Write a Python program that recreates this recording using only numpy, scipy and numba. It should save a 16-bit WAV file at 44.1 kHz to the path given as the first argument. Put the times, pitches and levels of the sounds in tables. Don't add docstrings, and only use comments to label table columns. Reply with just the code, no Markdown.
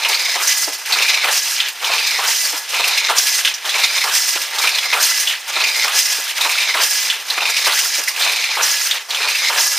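import sys
import numpy as np
from scipy import signal
from scipy.fft import rfft, irfft, next_fast_len
from scipy.io import wavfile
from scipy.ndimage import uniform_filter1d
from numba import njit

SR = 44100
rng = np.random.default_rng(int(sys.argv[2]) if len(sys.argv) > 2 else 0)


def elevation(decibels):
    levels = np.asarray(decibels, float)
    return 10 ** (levels / 20)


def master(y):
    cut = np.clip(np.atleast_2d(y).T, -1, 1)
    pcm = np.round(cut * 32767)
    wavfile.write(sys.argv[1], SR, pcm.astype(np.int16))


N = 431298

# pitch_hz, level_db (per Hz)
TRACK_COLOUR = [(1100, -49), (1700, -8), (2500, 0), (3200, -1), (4200, -4), (5200, -17), (7000, -45)]
# pitch_hz, level_db (per Hz)
FRAME_COLOUR = [(59, -80), (100, -28), (290, -18.5), (399, -3.5), (785, 3), (909, 2), (1020, 4.5),
                (1590, 1.5), (2400, -13), (3120, -31), (5280, -120)]
# pitch_hz, level_db (per Hz)
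REED_COLOUR = [(2500, -37), (4000, -2.5), (4800, 0), (5500, 6.5), (6800, -4), (7600, -8.5), (9500, -27.5)]
# pitch_hz, level_db (per Hz)
WARP_COLOUR = [(5000, -26), (7000, -3.5), (8600, -2), (10500, -5.5), (13000, -6.5), (15200, -5),
               (15700, -40)]
# pitch_hz, level_db (per Hz)
HALL_COLOUR = [(150, -3), (700, 6.5), (2000, 14.5), (5000, -12), (15500, -24)]
# pitch_hz, level_db (side against mid)
PORT_DIFFERENCE = [(60, -17), (110, -27), (200, -59), (380, -25), (700, -17.5), (1290, -46), (2380, -51),
                   (4400, -17.5), (8120, -5.5), (15000, -5.5)]

# pitch_hz, width_hz, level_db
SHUTTLE_RINGS = [(2130, 27, -3), (3140, 26, -10), (3700, 100, -0.5), (4033, 270, -1), (5030, 61, -3)]
# pitch_hz, width_hz, level_db
FRAME_RINGS = [(420, 58, -24), (730, 22, -12), (905, 50, 1.5), (1190, 19, -0.5), (1340, 17, -13)]
# pitch_hz, width_hz, level_db
REED_RINGS = [(4880, 71, 9.1), (5160, 40, 3.1), (6340, 440, 1.4)]
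# pitch_hz, width_hz, level_db
HEDDLE_RINGS = [(1686, 12, -1), (2012, 14, -1), (2720, 20, -8), (4100, 50, -10)]

# hands_start_s, beat_start_s, fidget_db (in the pause that follows)
PICKS = [(-.04, 0.403, 6.5), (0.88, 1.302, 4.5), (1.802, 2.251, 6.5), (2.713, 3.151, 0),
         (3.636, 4.105, 11.5), (4.565, 4.992, 2.5), (5.473, 5.916, 11.5), (6.387, 6.8, 6),
         (7.285, 7.723, 12.5), (8.181, 8.608, -13.5), (9.082, 9.559, 17)]
# start_s, peak_db, pitch_hz
TREADLES = [(.054, -15.5, 750), (.957, -12, 1210), (1.894, -13.5, 800), (2.795, -12, 820),
            (3.748, -16, 880), (4.636, -12, 1250), (5.564, -11, 1050), (6.449, -12, 920),
            (7.377, -9.5, 1160), (8.262, -14, 900), (9.204, -17, 1090)]
# start_s, peak_db, pitch_hz
LANDINGS = [(.356, -12, 860), (1.237, -12, 980), (2.185, -16.5, 860), (3.088, -13, 1270),
            (4.037, -15.5, 1150), (4.927, -8.5, 1280), (5.843, -17, 1190), (6.745, -11, 1160),
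            (7.665, -13, 902), (8.566, -22, 1200), (9.492, -27, 832)]
# start_s, peak_db, pitch_hz
HOMES = [(.676, -17.5, 600), (1.6022, -0.5, 3200), (2.53, -23, 900), (3.449, -0.5, 3080),
         (4.356, -20.5, 678), (5.273, -3.5, 3140), (6.183, -31, 400), (7.1006, -1.5, 3140),
         (7.984, -26, 452), (8.9114, -2.5, 3430), (9.82, -20, 500)]
# start_s, peak_db, pitch_hz
THROWS = [(.9233, -3, 4170), (1.8442, -8.5, 3130), (2.7422, -9, 2550), (3.474, -4, 3140),
          (3.6521, -11.5, 3160), (3.693, -7.5, 3520), (4.585, -7, 3740), (5.295, -9, 3140),
          (.2498, -12, 5210), (7.5687, -9, 5110), (5.1991, -17, 2010), (4.6159, -20, 5270),
          (6.4103, -7.5, 3800), (7.3013, -4.5, 3920), (8.0765, -8, 2060), (8.1623, -14, 2630),
          (8.1953, -14, 3560), (8.2212, -5, 3990), (9.1062, -11, 3700), (9.1466, -9, 3260)]
# start_s, peak_db
WHEEL_JUMPS = [(0.0485, -4.5), (0.9865, -7.5), (1.0224, -7.5), (1.0814, -12), (1.1438, -6.5),
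               (1.2428, -6.5), (1.9809, -8), (2.8395, -5), (2.9761, -7.5), (3.7425, -8), (3.783, -17),
               (4.673, -5.5), (4.8305, -13), (4.9304, -6), (5.6388, -5.5), (5.672, -10), (5.88, -14),
               (6.4932, -9), (6.5814, -7), (7.4066, -11), (7.455, -10.5), (7.5665, -9), (8.2733, -11),
               (8.2945, -13), (8.3604, -16), (8.4397, -9), (9.2843, -6.5), (9.3497, -8)]
# start_s, peak_db, pitch_hz
CLICKS = [(.1446, -5, 4400), (.1945, -16, 4700), (.4733, -4, 6170), (1.3269, -12, 2670),
          (2.0687, -18, 4100), (2.1086, -12, 5060), (3.1832, -3, 5440), (3.8362, -6, 4400),
          (4.0397, -7, 5000), (3.5404, -10, 5460), (4.1495, -8, 5160), (4.7481, -9, 3910),
          (4.785, -6, 3150), (5.0265, -4, 6100), (5.8426, -12, 5200), (5.9888, -12, 6230),
          (6.8329, -7, 5130), (7.646, -7, 4200), (7.668, -14, 4970), (7.7214, -7, 4030),
          (7.7907, -11, 5300), (8.6318, -3, 6000), (9.6071, -12, 5210)]
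# start_s, peak_db
SNAPS = [(0.0871, -8), (0.7316, -28), (0.8583, -18), (1.064, -16), (1.685, -13.5), (1.936, -17),
         (2.577, -16), (2.6902, -23), (2.8788, -6), (3.7982, -15), (4.4163, -13), (4.69, -11),
         (5.4778, -30), (5.7636, -16), (6.2396, -16), (6.2794, -22), (6.515, -13), (6.6155, -21),
         (7.4973, -16), (8.036, -19), (8.083, -8), (8.3199, -10), (8.5509, -19)]

HANDS_S, BEAT_S, FIDGET_DB = np.transpose(PICKS)
DOWN_S = np.array([row[0] for row in TREADLES])
LAND_S = np.array([row[0] for row in LANDINGS])
HOME_S = np.array([row[0] for row in HOMES])
LINGER_S = (0.018, 0.061)
BEAT_LIFT_S = (0.031, 0.051)
BEAT_RISE_S = (0.035, 0.019)
JAR_HOLD_S = (0.12, 0.088)
FLIGHT_LEAD_S, FLIGHT_OVERRUN_S = 0.045, 0.018


def shuttle(level_db):
    t, flying, travel = np.arange(N) / SR, np.zeros(N), np.zeros(N)
    starts = DOWN_S - FLIGHT_LEAD_S
    for start, length in zip(starts, LAND_S + FLIGHT_OVERRUN_S - starts):
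        part = (t - start) / length
        inside = (part > 0) & (part < 1)
        flying[inside] = np.minimum(1, 23.0 * np.minimum(part, 1 - part))[inside]
        travel[inside] = part[inside] ** 2.2
    track_hz = 2450 + (2090 - 2450) * travel + 70 * drift(19.0)
    wheels = contacts(per_s=150, spread_db=3.0, rub_db=2.0)
    track = gliding(gliding(wheels, track_hz, 460.0, SR), track_hz, 460.0, SR)
    ringing = elevation(-3.2) * rms_one(track) + elevation(-2.5) * rms_one(modes(wheels, SHUTTLE_RINGS))
    rubbing = rms_one(colour(contacts(per_s=400, spread_db=0.0, rub_db=7.0), TRACK_COLOUR))
    loose_parts = flecks(700, 1476, 4510, cycles=32, spread_db=3.0, count=18)
    rattle = elevation(-1.0) * rubbing + elevation(-3.5) * loose_parts
    return elevation(level_db) * (flying * ringing + elevation(-5.0 * flying) * rattle)


def shuttle_effort():
    run = stroke(HANDS_S, HOME_S + out_back(LINGER_S), level_db=(-23.5, -20.5),
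                 sag_db_per_s=3.2, attack_s=0.031, release_db_per_s=195)
    flight = stroke(DOWN_S - FLIGHT_LEAD_S, LAND_S + out_back((.13, 0.078)), level_db=(-20.5, -21.5),
                    sag_db_per_s=1.3, attack_s=0.031, release_db_per_s=155)
    return effort_db(run + flight, rest_db=-38)


def frame(level_db):
    shake = colour(contacts(per_s=300, spread_db=2.0, rub_db=5.0), FRAME_COLOUR)
    return elevation(level_db) * rms_one(shake + modes(shake, FRAME_RINGS))


def frame_effort():
    run = stroke(HANDS_S, HOME_S + out_back(LINGER_S), level_db=(-37, -34),
                 sag_db_per_s=-0.5, attack_s=0.018, release_db_per_s=140)
    wake = stroke(HANDS_S, DOWN_S, level_db=(-28.5, -29.5),
                  sag_db_per_s=16, attack_s=0.021, release_db_per_s=60)
    treadle = stroke(DOWN_S, DOWN_S + out_back((0.095, 0.044)), level_db=(-31, -30),
                     sag_db_per_s=23, attack_s=0.0078, release_db_per_s=63)
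    jar = stroke(LAND_S, LAND_S + out_back(JAR_HOLD_S), level_db=(-24.5, -23),
                 sag_db_per_s=23, attack_s=0.0059, release_db_per_s=300)
    return effort_db(run + wake + treadle + jar, rest_db=-47)


def reed(level_db):
    hiss = colour(contacts(per_s=1400, spread_db=-2.5, rub_db=4.5), REED_COLOUR)
    hiss = elevation(-1.5) * rms_one(hiss + modes(hiss, REED_RINGS))
    plucks = elevation(-4.5) * flecks(900, 4533, 7025, cycles=104, spread_db=3.0, count=12)
    wire_push = elevation(uniform_filter1d(level_db, size=3000)) * rng.standard_normal(N)
    wires = modes(wire_push, HEDDLE_RINGS)
    return elevation(level_db) * (hiss + plucks) + elevation(17.5) * wires


def reed_effort():
    draw = stroke(HANDS_S, LAND_S, level_db=(-28.5, -25.5),
                  sag_db_per_s=(-15.5, -0.5), attack_s=0.022, release_db_per_s=94)
    beat = stroke(BEAT_S, HOME_S - out_back(BEAT_LIFT_S), level_db=(-16, -17),
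                  sag_db_per_s=(17, 11), attack_s=BEAT_RISE_S, release_db_per_s=101)
    return effort_db(draw + beat, rest_db=-42)


def warp(level_db):
    fizz = rms_one(colour(contacts(per_s=2600, spread_db=-3.5, rub_db=10.5), WARP_COLOUR))
    twang = flecks(1200, 7510, 15140, cycles=200, spread_db=3.0, count=14)
    twang = rms_one(colour(twang, WARP_COLOUR))
    return elevation(level_db) * (fizz + elevation(-4.5) * twang)


def warp_effort():
    part = stroke(HANDS_S, BEAT_S, level_db=(-33.5, -29),
                  sag_db_per_s=(-10, 16), attack_s=0.021, release_db_per_s=60)
    tug = stroke(LAND_S, LAND_S + 0.065, level_db=(-33, -30.5),
                 sag_db_per_s=0, attack_s=0.0059, release_db_per_s=170)
    pack = stroke(BEAT_S, HOME_S - out_back(BEAT_LIFT_S), level_db=(-22, -22),
                  sag_db_per_s=(14, 14), attack_s=BEAT_RISE_S, release_db_per_s=93)
    return effort_db(part + tug + pack, rest_db=-46)


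def knock_rows():
    bars = []
    for k, (down, land) in enumerate(zip(DOWN_S, LAND_S)):
        bars.append((down + (.042, -.062)[k % 2], (-18.5, -22.5)[k % 2], 915))
        bars.append((land - 0.074, -28, 915))
    kinds = (TREADLES, -21.5), (LANDINGS, -18.5), (HOMES[:-1:2], -4), (bars, -28)
    return [(*row, thud_db) for rows, thud_db in kinds for row in rows]


def clack_rows():
    jumps = [(s, peak_db, 2495 + 89 * rng.standard_normal()) for s, peak_db in WHEEL_JUMPS]
    snaps = [(s, peak_db - 4.5, 5000) for s, peak_db in SNAPS]
    kinds = (HOMES[1::2], -27), (THROWS, -15), (jumps, -25), (CLICKS, -19), (snaps, 9)
    return [(*row, crack_db) for rows, crack_db in kinds for row in rows]


def blows(rows, burst_t60_s, rise_s, q, tick_db, second_hz):
    out, t = np.zeros(N + SR), np.arange(int(.2 * SR)) / SR
    shape = elevation(-60 * t / burst_t60_s) * (1 - 0.86 * np.exp(-t / rise_s))
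    band = signal.butter(2, second_hz, "band", fs=SR, output="sos")
    for s, peak_db, hz, second_db in rows:
        rattle, second = rng.standard_normal((2, len(t))) * shape
        rattle[0] = second[0] = elevation(tick_db)
        body = resonance(resonance(rattle, hz, hz / q), hz, hz / q)
        second = signal.sosfilt(band, second)
        blow = body / np.abs(body).max() + elevation(second_db) * second / np.abs(second).max()
        first = int(s * SR)
        out[first:first + len(t)] += elevation(peak_db) * blow
    return out[:N]


def pivot_and_bobbin():
    pivot = rising_scrape(LAND_S, LAND_S + out_back(JAR_HOLD_S), start_hz=900, end_hz=1730,
                          width_hz=340, level_db=(-29.5, -26.5))
    bobbin = rising_scrape(DOWN_S + 0.037, LAND_S, start_hz=4400, end_hz=5300,
                           width_hz=200, level_db=(-28.5, -35))
    return pivot + bobbin


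def rising_scrape(starts, ends, start_hz, end_hz, width_hz, level_db):
    t = np.arange(N) / SR
    corners_hz = np.resize([start_hz, end_hz], 2 * len(starts))
    hz = np.interp(t, np.ravel([starts, ends], "F"), corners_hz)
    grit = contacts(per_s=250, spread_db=2.0, rub_db=-4.0)
    tone = rms_one(gliding(gliding(grit, hz, width_hz, SR), hz, width_hz, SR))
    power = stroke(starts, ends, level_db, sag_db_per_s=0, attack_s=0.043, release_db_per_s=300)
    return tone * np.interp(t, np.arange(len(power)) * 32 / SR, np.sqrt(power))


def far_looms():
    return elevation(-42) * rms_one(colour(rng.standard_normal(N), HALL_COLOUR))


def room_tail(t60_s, length_s):
    t = np.arange(int(length_s * SR)) / SR
    tail = rng.standard_normal(len(t)) * elevation(-60 * t / t60_s)
    return tail / np.sqrt(np.sum(tail ** 2))


def out_back(pair):
    return np.resize(pair, len(PICKS))


def stroke(starts, ends, level_db, sag_db_per_s, attack_s, release_db_per_s):
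    t, out = np.arange(0, N, 32) / SR, 0
    for k, (start, end) in enumerate(zip(starts, ends)):
        level, sag, attack = (np.resize(v, 2)[k % 2] for v in (level_db, sag_db_per_s, attack_s))
        held = np.clip(t - start - attack, 0, max(end - start - attack, 0))
        rise = np.clip((t - start) / attack, 0, 1)
        fall_db = release_db_per_s * np.maximum(t - end, 0)
        out = out + (rise * elevation(level - sag * held - fall_db)) ** 2
    return out


def effort_db(power, rest_db):
    t = np.arange(0, N, 32) / SR
    stir = stroke(HANDS_S - 0.046, HANDS_S, level_db=5, sag_db_per_s=0, attack_s=0.046, release_db_per_s=150)
    fidget = elevation(2 * np.interp(t, HOME_S + 0.088, FIDGET_DB)) * (1 + stir)
    return np.interp(np.arange(N) / SR, t, 10 * np.log10(power + elevation(2 * rest_db) * fidget))


def jolt(rows, decay_s):
    kicks = np.zeros(N)
    kicks[[int(row[0] * SR) for row in rows]] = 1
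    return np.minimum(1, signal.lfilter([1], [1, -np.exp(-1 / (decay_s * SR))], kicks))


def contacts(per_s, spread_db, rub_db):
    sizes = elevation(spread_db * np.minimum(rng.exponential(1, N), 4)) * rng.choice([-1, 1], N)
    clicks = sizes * (rng.random(N) < per_s / SR)
    return rms_one(clicks) + elevation(rub_db) * rng.standard_normal(N)


def flecks(per_s, low_hz, high_hz, cycles, spread_db, count):
    clicks = contacts(per_s, spread_db, rub_db=-36)
    dealt = rng.integers(0, count, N)
    pitches = np.geomspace(low_hz, high_hz, count) * rng.uniform(0.93, 1.02, count)
    out = np.zeros(N)
    for k, hz in enumerate(pitches):
        out += resonance(clicks * (dealt == k), hz, 2.2 * hz / cycles) * np.sqrt(cycles / hz)
    return rms_one(out)


def drift(rate):
    r = np.exp(-80 * np.pi * rate / SR)
    noise = rng.standard_normal(N // 40 + 2002)
    slow = signal.lfilter([1], [1, -2 * r, r * r], noise)[2000:]
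    return np.interp(np.arange(N) / 40, np.arange(len(slow)), rms_one(slow))


def rms_one(x):
    return x / np.sqrt(np.mean(x ** 2) + 1e-20)


def colour(x, points):
    hz, level_db = np.transpose(points)
    size = next_fast_len(len(x))
    bins = np.maximum(np.arange(size // 2 + 1) * SR / size, 1)
    gain = elevation(np.interp(np.log(bins), np.log(hz), level_db))
    return irfft(rfft(x, size) * gain, size)[:len(x)]


def resonance(x, hz, width_hz):
    r = np.exp(-np.pi * width_hz / SR)
    feedback = [1, -2 * r * np.cos(2 * np.pi * hz / SR), r * r]
    return signal.lfilter(np.array([1, 0, -1]) * (1 - r * r) / 2, feedback, x)


def modes(x, table):
    return sum(elevation(level_db) * resonance(x, hz, width_hz) for hz, width_hz, level_db in table)


@njit
def gliding(x, hz, width_hz, sr):
    r, out = np.exp(-np.pi * width_hz / sr), np.zeros(len(x))
    for i in range(2, len(x)):
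        push = (1 - r * r) / 2 * (x[i] - x[i - 2])
        out[i] = push + 2 * r * np.cos(2 * np.pi * hz[i] / sr) * out[i - 1] - r * r * out[i - 2]
    return out


def scene():
    dull, bright = knock_rows(), clack_rows()
    clack_jolt, knock_jolt = jolt(bright, decay_s=.016), jolt(dull, decay_s=.05)
    loom = shuttle(shuttle_effort() - 2.5 + 2.5 * clack_jolt + 1.46 * drift(15.3))
    loom = loom + frame(frame_effort() - 3.0 + 4.8 * knock_jolt + 1.5 * drift(9.4))
    loom = loom + reed(reed_effort() - 1.8 + 4.5 * clack_jolt + .9 * drift(25))
    loom = loom + warp(warp_effort() - 2.2 + 5.5 * clack_jolt + .8 * drift(20))
    loom = loom * elevation(1.6 * drift(21))
    knocks = blows(dull, burst_t60_s=0.077, rise_s=0.001, q=0.87, tick_db=13, second_hz=[300, 540])
    clacks = blows(bright, burst_t60_s=0.065, rise_s=0.0014, q=3.5, tick_db=16, second_hz=[5000, 15000])
    hits = knocks + clacks
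    hits = hits + elevation(-9) * signal.fftconvolve(hits, room_tail(t60_s=.3, length_s=.4))[:N]
    mid = loom + pivot_and_bobbin() + hits + far_looms()
    paths = [drift(40) * signal.fftconvolve(mid, room_tail(0.03, .02))[:N] for path in range(3)]
    scattered = sum(paths) / np.sqrt(3)
    treble = signal.butter(3, 7000, "high", fs=SR, output="sos")
    lean = elevation(-13) * signal.sosfiltfilt(treble, mid)
    side = colour(scattered, PORT_DIFFERENCE) - lean - 0.029 * mid
    return np.array([mid + side, mid - side])


def low_pass(x):
    return signal.sosfilt(signal.butter(12, 16490, fs=SR, output="sos"), x)


def record(dry):
    dipped = dry - .75 * np.array([resonance(x, 7950, 130) for x in dry])
    rounded = .88 * np.tanh(dipped / .88)
    bass_cut = signal.butter(2, 330, "high", fs=SR, output="sos")
    top_cut = signal.cheby2(14, 60, 15800, fs=SR, output="sos")
    mix = signal.sosfilt(np.vstack([bass_cut, top_cut]), rounded)
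    return low_pass(mix)


dry = scene()
out = record(dry)
master(out)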